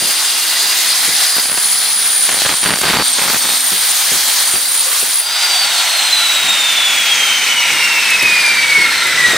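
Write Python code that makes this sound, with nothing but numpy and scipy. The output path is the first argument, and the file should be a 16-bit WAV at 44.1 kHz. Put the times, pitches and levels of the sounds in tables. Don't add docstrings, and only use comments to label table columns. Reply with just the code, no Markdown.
import sys
import numpy as np
from scipy import signal
from scipy.io import wavfile
from scipy.ndimage import uniform_filter1d

SR = 44100
rng = np.random.default_rng(int(sys.argv[2]) if len(sys.argv) > 2 else 0)


def unload_audio(sound):
    columns = np.transpose(np.atleast_2d(sound))
    steps = np.round(np.clip(columns, -1, 1) * 32767)
    wavfile.write(sys.argv[1], SR, steps.astype(np.int16))


def natural_amplitude(level_db):
    exponent = np.asarray(level_db, float) / 20
    return 10 ** exponent


N = 413207

# [time_s, tooth_rate_hz]
BLADE_SPEED = [(0.0, 4715), (0.1, 4765), (0.7, 4808), (1.6, 4857), (1.95, 4848), (2.3, 4720), (2.45, 4599),
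               (2.8, 4592), (3.1, 4442), (3.46, 4400), (3.75, 4565), (4.1, 4662), (4.5, 4657), (4.75, 4627),
               (5.09, 4637), (5.37, 4831)]
# [time_s, tooth_line_db, roughness_0_to_1]
TOOTH_BITE = [(0, -20, 0.7), (.75, -31, 0.8), (1, -23.5, 0.4), (1.9, -18.5, 0.1), (2.25, -15.5, 0.25),
              (2.5, -26.5, .85), (2.65, -16.5, 0.4), (2.95, -32.5, 1.1), (3.09, -14, .7), (3.3, -28, 1.07),
              (3.42, -22, 1), (3.55, -22, 1.1), (3.75, -18.5, 1.04), (4.25, -29, 1.1), (4.42, -20, 1),
              (4.8, -17.5, 0.65), (5, -18.5, 0.9), (5.2, -19, 0.7)]
# [time_s, ratio]
FAN_PULL = [(0, 1.007), (2.3, 1.007), (3.05, 1.011), (3.35, 1.019), (3.65, 1.013), (4, 1.01), (4.4, 1.001),
            (5.05, 1.003), (5.2, 1.007)]
# [time_s, level_db]
FAN_LEVEL = [(0, -20), (.25, -29), (1.42, -25.5), (1.65, -30), (2.6, -36), (3.07, -27), (3.2, -36),
             (3.4, -26), (3.55, -35), (4.7, -31), (5.12, -34), (5.33, -20), (5.68, -25), (6.0, -17.5),
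             (7.7, -21), (8.83, -13.5), (8.98, -25), (9.25, -17)]
# [cycles_per_turn, start_s, stop_s]
WOBBLES = [(3, .3, 1), (3, 1.65, 2.3), (6, 0, 2.3), (4, 2.6, 3.65), (1, 2.4, 3.6), (4, 4.2, 4.8),
           (8, 1.7, 5), (4.7, 0, .9)]
WOBBLE_LEVELS = [-56, -50, -51, -45.5, -61, -53, -51.5, -50]
# [pitch_hz, start_s, stop_s,
# once_a_turn_share_0_to_1]
SQUEAL_MODES = [(8660, 0, 2.3, .2), (8830, 0, 1.9, .5), (8860, 3.4, 4.6, .5), (13200, .4, 1.4, .6),
                (4400, .4, 1.9, .9), (2800, 0, .8, .3), (3720, 3.42, 3.6, .3), (1150, 4.86, 4.97, .3),
                (510, 4.85, 4.92, .3), (1380, 8.85, 9.2, .8), (1450, 5.38, 5.46, .3), (15200, 6.3, 8, .5),
                (2250, 7.3, 8.3, .6), (3750, 7.6, 9.37, .6), (5550, 8.6, 9.37, .5), (960, 7.5, 9.1, .5),
                (1980, .5, 1.4, .7), (7450, 4.4, 4.95, .3), (6150, 3.9, 4.45, .3), (5250, .2, 1.3, .6)]
SQUEAL_LEVELS = [-40, -32.5, -27.5, -33, -33, -32, -27, -34, -42, -29.5, -31, -41, -29, -33, -39, -35.5,
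                 -34, -38, -37, -38]
# [time_s, rasp_db]
RASP_LEVEL = [(0, -19), (.2, -17.5), (1.24, -16), (1.5, -22.5), (1.67, -18), (2.15, -20.5),
              (2.45, -17.5), (2.76, -24), (2.9, -18), (3.0, -23.5), (3.07, -18.5), (3.7, -19),
              (4.02, -16), (4.37, -16.5), (4.69, -21.5), (4.92, -18), (5.2, -22), (5.3, -42)]
# [pitch_hz, density_db_per_hz]
RASP_SPECTRUM = [(24, -69), (40, -54), (171, -18), (312, -11.5), (354, -25), (402, -7.5), (556, -13.5),
                 (680, -2.5), (2050, -3), (2630, -6.5), (4680, -2), (7930, -4), (9450, -1.5), (16000, -6.5)]
# [pitch_hz, width_hz, level_db]
SHEET_RINGS = [(386, 22, -5), (1980, 1550, -30), (2900, 25, 11), (3200, 320, 3), (3660, 500, 3),
               (4090, 620, -3), (4900, 32, -10), (6580, 67, -14)]
# [start_s, peak_db, centre_hz, t60_s]
GROUND_KNOCKS = [(0.009, -19, 385, 0.39), (1.077, -21.5, 325, 0.42), (3.713, -22.5, 331, 0.37),
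                 (4.116, -19, 326, 0.25), (4.536, -18.5, 300, 0.12), (5.027, -19, 433, 0.076),
                 (5.078, -28, 400, 0.083), (6.417, -29.5, 250, 0.89), (7.707, -24, 270, 0.3),
                 (8.223, -19.5, 294, 0.53), (8.769, -18.5, 299, 0.54), (9.268, -23, 159, 0.38),
                 (9.33, -12.5, 473, 0.2)]
# [start_s, peak_db]
SHEET_TICKS = [(1.388, -8), (1.429, -19), (1.516, -10), (1.574, -6), (2.291, 1), (2.419, -1.5),
               (2.543, -17), (2.638, -4), (2.758, -5), (2.787, -5), (2.816, -3.5), (3.193, -6),
               (4.538, -10)]
# [start_s, peak_db]
BRIGHT_CHIPS = [
    (5.4335, -20),
    (8.104, -13),
    (8.2252, -17),
    (9.0694, -18),
]
# [start_s, stop_s, level_db]
CHATTER_RUNS = [
    (1.36, 1.391, -29),
    (1.437, 1.59, -34.5),
    (2.3, 2.381, -29.5),
    (2.458, 2.525, -21.5),
    (2.638, 2.76, -20.5),
    (2.838, 3.008, -15),
    (3.186, 3.36, -26),
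    (3.44, 3.555, -32.5),
    (4.531, 4.578, -37),
]
# [pitch_hz, density_db_per_hz]
FAST_SPECTRUM = [(24, -69), (40, -40), (262, -18.5), (329, -23), (455, -18.5), (810, -3), (1180, -9.5),
                 (1480, -3), (1720, -5), (3650, 1), (7000, -5), (8550, -8.5), (16000, -14.5)]
# [pitch_hz, density_db_per_hz]
SLOW_SPECTRUM = [(24, -55), (40, -20.5), (556, -12.5), (770, -15.5), (942, -13.5), (1210, -11),
                 (2150, -2.5), (2700, -5), (3650, -3), (6490, -9.5), (8130, -15), (14500, -20.5),
                 (16000, -43)]
# [pitch_hz, width_hz, level_db]
HOUSING_RINGS = [(910, 510, -20), (1390, 90, 53), (2110, 690, 9), (3720, 51, 18), (5750, 27, -13),
                 (6100, 140, 0), (8150, 610, -3), (8820, 690, 37)]
# [pitch_hz, side_minus_mid_db]
STEREO_WIDTH = [(60, -29), (110, -39), (200, -23), (380, -22), (700, -21.5), (1290, -22), (2380, -15),
                (4400, -10.5), (8120, -4), (15000, 0.5)]

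TEETH, FAN_VANES = 70, 12
RELEASE_S, FRICTION_HZ_PER_S, AIR_DRAG_HZ, AIR_DRAG_S = 5.37, 511, 994, 1.453
FAN_FADE_DB, BITE_FADE_DB = 2, 1.5
SIZZLE_FOLLOWS, SQUEAL_FOLLOWS, BODY_FOLLOWS = 0.58, 0.57, 0.87
BODY_SHAKEN_DB = 12
DEEP_CUT_S, DEEP_SIZZLE_DB = 3.3, 3.5
CHATTER_EDGE_S = 0.033
ROAR_DB, ROAR_GAIN_DB, HISS_GAIN_DB, LOW_GAIN_DB = -16.5, 4.5, -1.5, -2.5
SET_DOWN_S, SET_DOWN_LOW_DB, SET_DOWN_HISS_DB = 8.98, 9, 5


def rms_one(x):
    return x / np.sqrt(np.mean(x ** 2) + 1e-20)


def in_time(rows):
    s, *columns = np.transpose(rows)
    return [np.interp(np.arange(N) / SR, s, c) for c in columns]


def gate(start, stop, fade):
    return np.interp(np.arange(N) / SR, [start - fade, start, stop, stop + fade], [0, 1, 1, 0])


def at_hz(points, hz):
    points = np.array(points)
    return np.interp(np.log(hz), np.log(points[:, 0]), points[:, 1])


def steep(x, order, hz, kind):
    return signal.sosfilt(signal.butter(order, hz, kind, fs=SR, output="sos"), x)


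def drift(rate_hz, span=slice(None)):
    r = np.exp(-2 * np.pi * rate_hz * 40 / SR)
    slow = signal.lfilter([1], [1, -2 * r, r * r], rng.standard_normal(N // 40 + 2002))[2000:]
    return np.interp(np.arange(N)[span] / 40, np.arange(len(slow)), rms_one(slow))


def ringing(x, peaks, boost_db):
    out = x
    for hz, width, db in peaks:
        r = np.exp(-np.pi * width / SR)
        b = np.array([1, 0, -1]) * (1 - r * r) / 2
        a = [1, -2 * r * np.cos(2 * np.pi * hz / SR), r * r]
        out = out + natural_amplitude(boost_db + 0.11 * db) * signal.lfilter(b, a, x)
    return out


def coloured(pair, band_db, patchy_db, span):
    out, together = np.zeros((2, N)), drift(9, span)
    edges = 32 * 2 ** np.arange(0, 9.4, 1 / 3)
    for k, (low, high) in enumerate(zip(edges, edges[1:])):
        mid, side = steep(pair[:, span], 2, [low, high], "band")
        hz = np.sqrt(low * high)
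        flicker_db = patchy_db * (0.5 * together + drift(23, span))
        gain = (-1) ** k * natural_amplitude(band_db(hz)[span] + flicker_db)
        out[:, span] += gain * (mid + natural_amplitude(at_hz(STEREO_WIDTH, hz)) * side * [[1], [-1]])
    return out


def between(hz, centres, curves):
    shares = [np.interp(np.log(hz), np.log(centres), row) for row in np.eye(len(centres))]
    return sum((share * c for share, c in zip(shares, curves) if share), np.zeros(N))


def whine(phase, hz, level_db, flutter_db, span=slice(None)):
    gap = np.arctan(natural_amplitude(at_hz(STEREO_WIDTH, hz))) * (1 + 0.65 * drift(24, span))
    size = np.sqrt(2) * natural_amplitude(level_db + flutter_db * drift(38, span)) / np.cos(np.clip(gap, 0, 0.8))
    return size * np.sin(phase[span] + 0.5 * drift(19, span) + gap * [[1], [-1]])


def spell(phase, hz, level_db, flutter_db, start, stop, fade):
    out = np.zeros((2, N))
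    span = slice(max(round((start - fade) * SR), 0), round((stop + fade) * SR))
    out[:, span] = gate(start, stop, fade)[span] * whine(phase, hz, level_db, flutter_db, span)
    return out


def shaking():
    return sum(natural_amplitude(db) * gate(start, stop, CHATTER_EDGE_S) ** 2 for start, stop, db in CHATTER_RUNS)


def cutting():
    return gate(0, 5.2, 0.068)


def tooth_rate():
    free_s = np.maximum(np.arange(N) / SR - RELEASE_S, 0)
    lost = FRICTION_HZ_PER_S * free_s + AIR_DRAG_HZ * (1 - np.exp(-free_s / AIR_DRAG_S))
    return uniform_filter1d(in_time(BLADE_SPEED)[0] - lost, size=4000)


def tooth_whine(rate, turns):
    tooth = 2 * np.pi * TEETH * turns
    second_db, rough = in_time(TOOTH_BITE)
    second_db = second_db + BITE_FADE_DB * drift(4.7)
    rough = np.clip(rough, 0, 1)
    run_out = 1 + 0.28 * np.cos(2 * np.pi * turns) + 0.25 * np.cos(4 * np.pi * turns + 1)
    bite = np.sqrt(1 - rough ** 2) * run_out + rough * drift(260)
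    out = cutting() * bite * whine(2 * tooth, 2 * rate, second_db - 0.8, flutter_db=-1)
    return out + spell(3 * tooth, 14500, -33, 2, 1.35, 2.24, fade=0.1)


def fan_whine(rate):
    fan = 2 * np.pi * np.cumsum(rate * in_time(FAN_PULL)[0]) / SR
    ragged, coast = drift(260), 1 - cutting()
    out = whine(fan, rate, in_time(FAN_LEVEL)[0] + FAN_FADE_DB * drift(3.8), flutter_db=3)
    second_db = -24 - 1.3 * rate / 1000 + FAN_FADE_DB * drift(8)
    out += coast * (0.75 + 0.65 * ragged) * whine(2 * fan, 2 * rate, second_db, flutter_db=1.8)
    out += spell(3 * fan, 13500, -43, 4, 5.3, 6.1, fade=0.1)
    out += (0.5 + 0.85 * ragged) * spell(4 * fan, 8500, -33, 4, 8.4, 9.4, fade=0.2)
    return out + coast * whine(fan / FAN_VANES, rate / FAN_VANES, -54, flutter_db=5)


def blade_wobble(turns):
    return sum(spell(2 * np.pi * order * turns, 200, db, 2.5, start, stop, fade=0.079)
               for (order, start, stop), db in zip(WOBBLES, WOBBLE_LEVELS))


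def squeals(turns):
    out, t = 0, np.arange(N) / SR
    for (hz, start, stop, jolt), db in zip(SQUEAL_MODES, SQUEAL_LEVELS):
        beat = 1 + jolt * np.cos(2 * np.pi * turns)
        phase = 2 * np.pi * hz * t + 0.9 * drift(63)
        out = out + beat * spell(phase, hz, db, 4.5, start, stop, fade=0.042)
    return out


def rasp(turns):
    level_db = in_time(RASP_LEVEL)[0]
    swing_db = level_db - np.mean(level_db)
    body_db = (BODY_FOLLOWS - 1) * swing_db + BODY_SHAKEN_DB * np.tanh(shaking() / 0.2)
    squeal_db = (SQUEAL_FOLLOWS - 1) * swing_db + 5
    sizzle_db = (SIZZLE_FOLLOWS - 1) * swing_db + DEEP_SIZZLE_DB * gate(DEEP_CUT_S, 6, 0.092)
    patterns = rng.standard_normal((3, 2, 8 * TEETH))
    place = (turns % 1 * patterns.shape[2]).astype(int)
    shares = np.array([drift(1) for p in patterns])
    shares /= np.sqrt(np.sum(shares ** 2, axis=0))
    repeated = sum(share * p[:, place] for share, p in zip(shares, patterns))
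    repeated = steep(repeated, 2, 1500, "high")
    chips = rng.standard_normal((2, N)) * natural_amplitude(0.5 * np.minimum(rng.exponential(1, N), 5))
    force = ringing(rms_one(chips) + 0.67 * repeated, SHEET_RINGS, boost_db=-3.5)

    def shape(hz):
        moving_db = between(hz, [1500, 4500, 6800, 9000, 12500], [body_db, 0, 0, squeal_db, sizzle_db])
        return at_hz(RASP_SPECTRUM, hz) + moving_db

    noise = rms_one(coloured(force, shape, patchy_db=1.37, span=slice(0, N * 3 // 5)))
    return gate(0, 5.28, 0.19) * natural_amplitude(level_db + 3) * noise


def burst(s, db, low_hz, high_hz, t60):
    t = np.arange(round(t60 * SR)) / SR
    puff = rng.standard_normal(len(t)) * natural_amplitude(-60 * t / t60)
    puff = steep(puff, 2, [low_hz, high_hz], "band")
    out, at = np.zeros(N + SR), round(s * SR)
    out[at:at + len(t)] = natural_amplitude(db) * puff / np.max(np.abs(puff))
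    return out[:N]


def knocks():
    out = sum(burst(s, db, hz / 2.74, hz * 1.68, t60) for s, db, hz, t60 in GROUND_KNOCKS)
    out += sum(burst(s, db, 200, 5500, t60=0.018) for s, db in SHEET_TICKS)
    out += sum(burst(s, db + 7.5, 6600, 12000, t60=0.05) for s, db in BRIGHT_CHIPS)
    return out + 0.021 * (np.roll(out, 45) - np.roll(out, 120)) * [[1], [-1]]


def chatter(turns):
    level = shaking() * natural_amplitude(0.83 * drift(20))
    bunching = 1 + 0.55 * np.cos(2 * np.pi * turns)
    chance = 300 * np.tanh(level / 0.07) * bunching / SR
    force = natural_amplitude(0.81 * np.minimum(rng.exponential(1, N), 2.2)) * rng.choice([1, 1, 1, -1], N)
    slaps = (rng.random(N) < chance) * force
    slaps = steep(slaps, 3, 165, "high")
    slaps = steep(slaps, 2, 5000, "low")
    slaps = ringing(slaps, [(840, 2300, 0)], boost_db=-4.5)
    echo = (np.roll(slaps, 31) - np.roll(slaps, 83)) * 0.069
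    rattle = natural_amplitude(-20) * np.sqrt(level / 0.2) * rms_one(slaps + echo * [[1], [-1]])
    return 0.62 * np.tanh(rattle / 0.62)


def coasting(rate):
    slowed = np.clip((4400 - rate) / 2300, 0, 1.1)
    resting = gate(9.44, 9.5, 9.4 - SET_DOWN_S)
    roar_db = ROAR_DB + ROAR_GAIN_DB * slowed - 1.1 * resting
    hiss_db = HISS_GAIN_DB * slowed + SET_DOWN_HISS_DB * resting - 0.3
    low_db = LOW_GAIN_DB * slowed + SET_DOWN_LOW_DB * resting + 2
    air = ringing(rng.standard_normal((2, N)), HOUSING_RINGS, boost_db=-3.5)

    def shape(hz):
        base_db = (1 - slowed) * at_hz(FAST_SPECTRUM, hz) + slowed * at_hz(SLOW_SPECTRUM, hz)
        hump_db = 4 * np.exp(-(np.log(hz / rate / 0.82) / 0.2) ** 2)
        return base_db + hump_db + between(hz, [900, 2500, 7000], [low_db, 0, hiss_db])

    out = coloured(air, shape, patchy_db=0.84, span=slice(N // 2, N)) * gate(5.434, 9.4, 0.33)
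    return natural_amplitude(roar_db - 3) * rms_one(out)


def scene():
    rate = tooth_rate()
    turns = np.cumsum(rate) / SR / TEETH
    saw = tooth_whine(rate, turns) + fan_whine(rate) + blade_wobble(turns) + coasting(rate)
    sheet = squeals(turns) + rasp(turns) + chatter(turns)
    return saw + sheet + knocks()


def roll_off(x):
    return signal.sosfilt(signal.butter(12, 16910, fs=SR, output="sos"), x)


def record(dry):
    rounded = dry / (1 + (dry / 0.84) ** 6) ** (1 / 6)
    cut = signal.sosfilt(signal.cheby2(16, 60, 16220, fs=SR, output="sos"), rounded)
    mix = steep(cut, 1, 60, "high")
    return roll_off(mix)


dry = scene()
out = record(dry)
unload_audio(out)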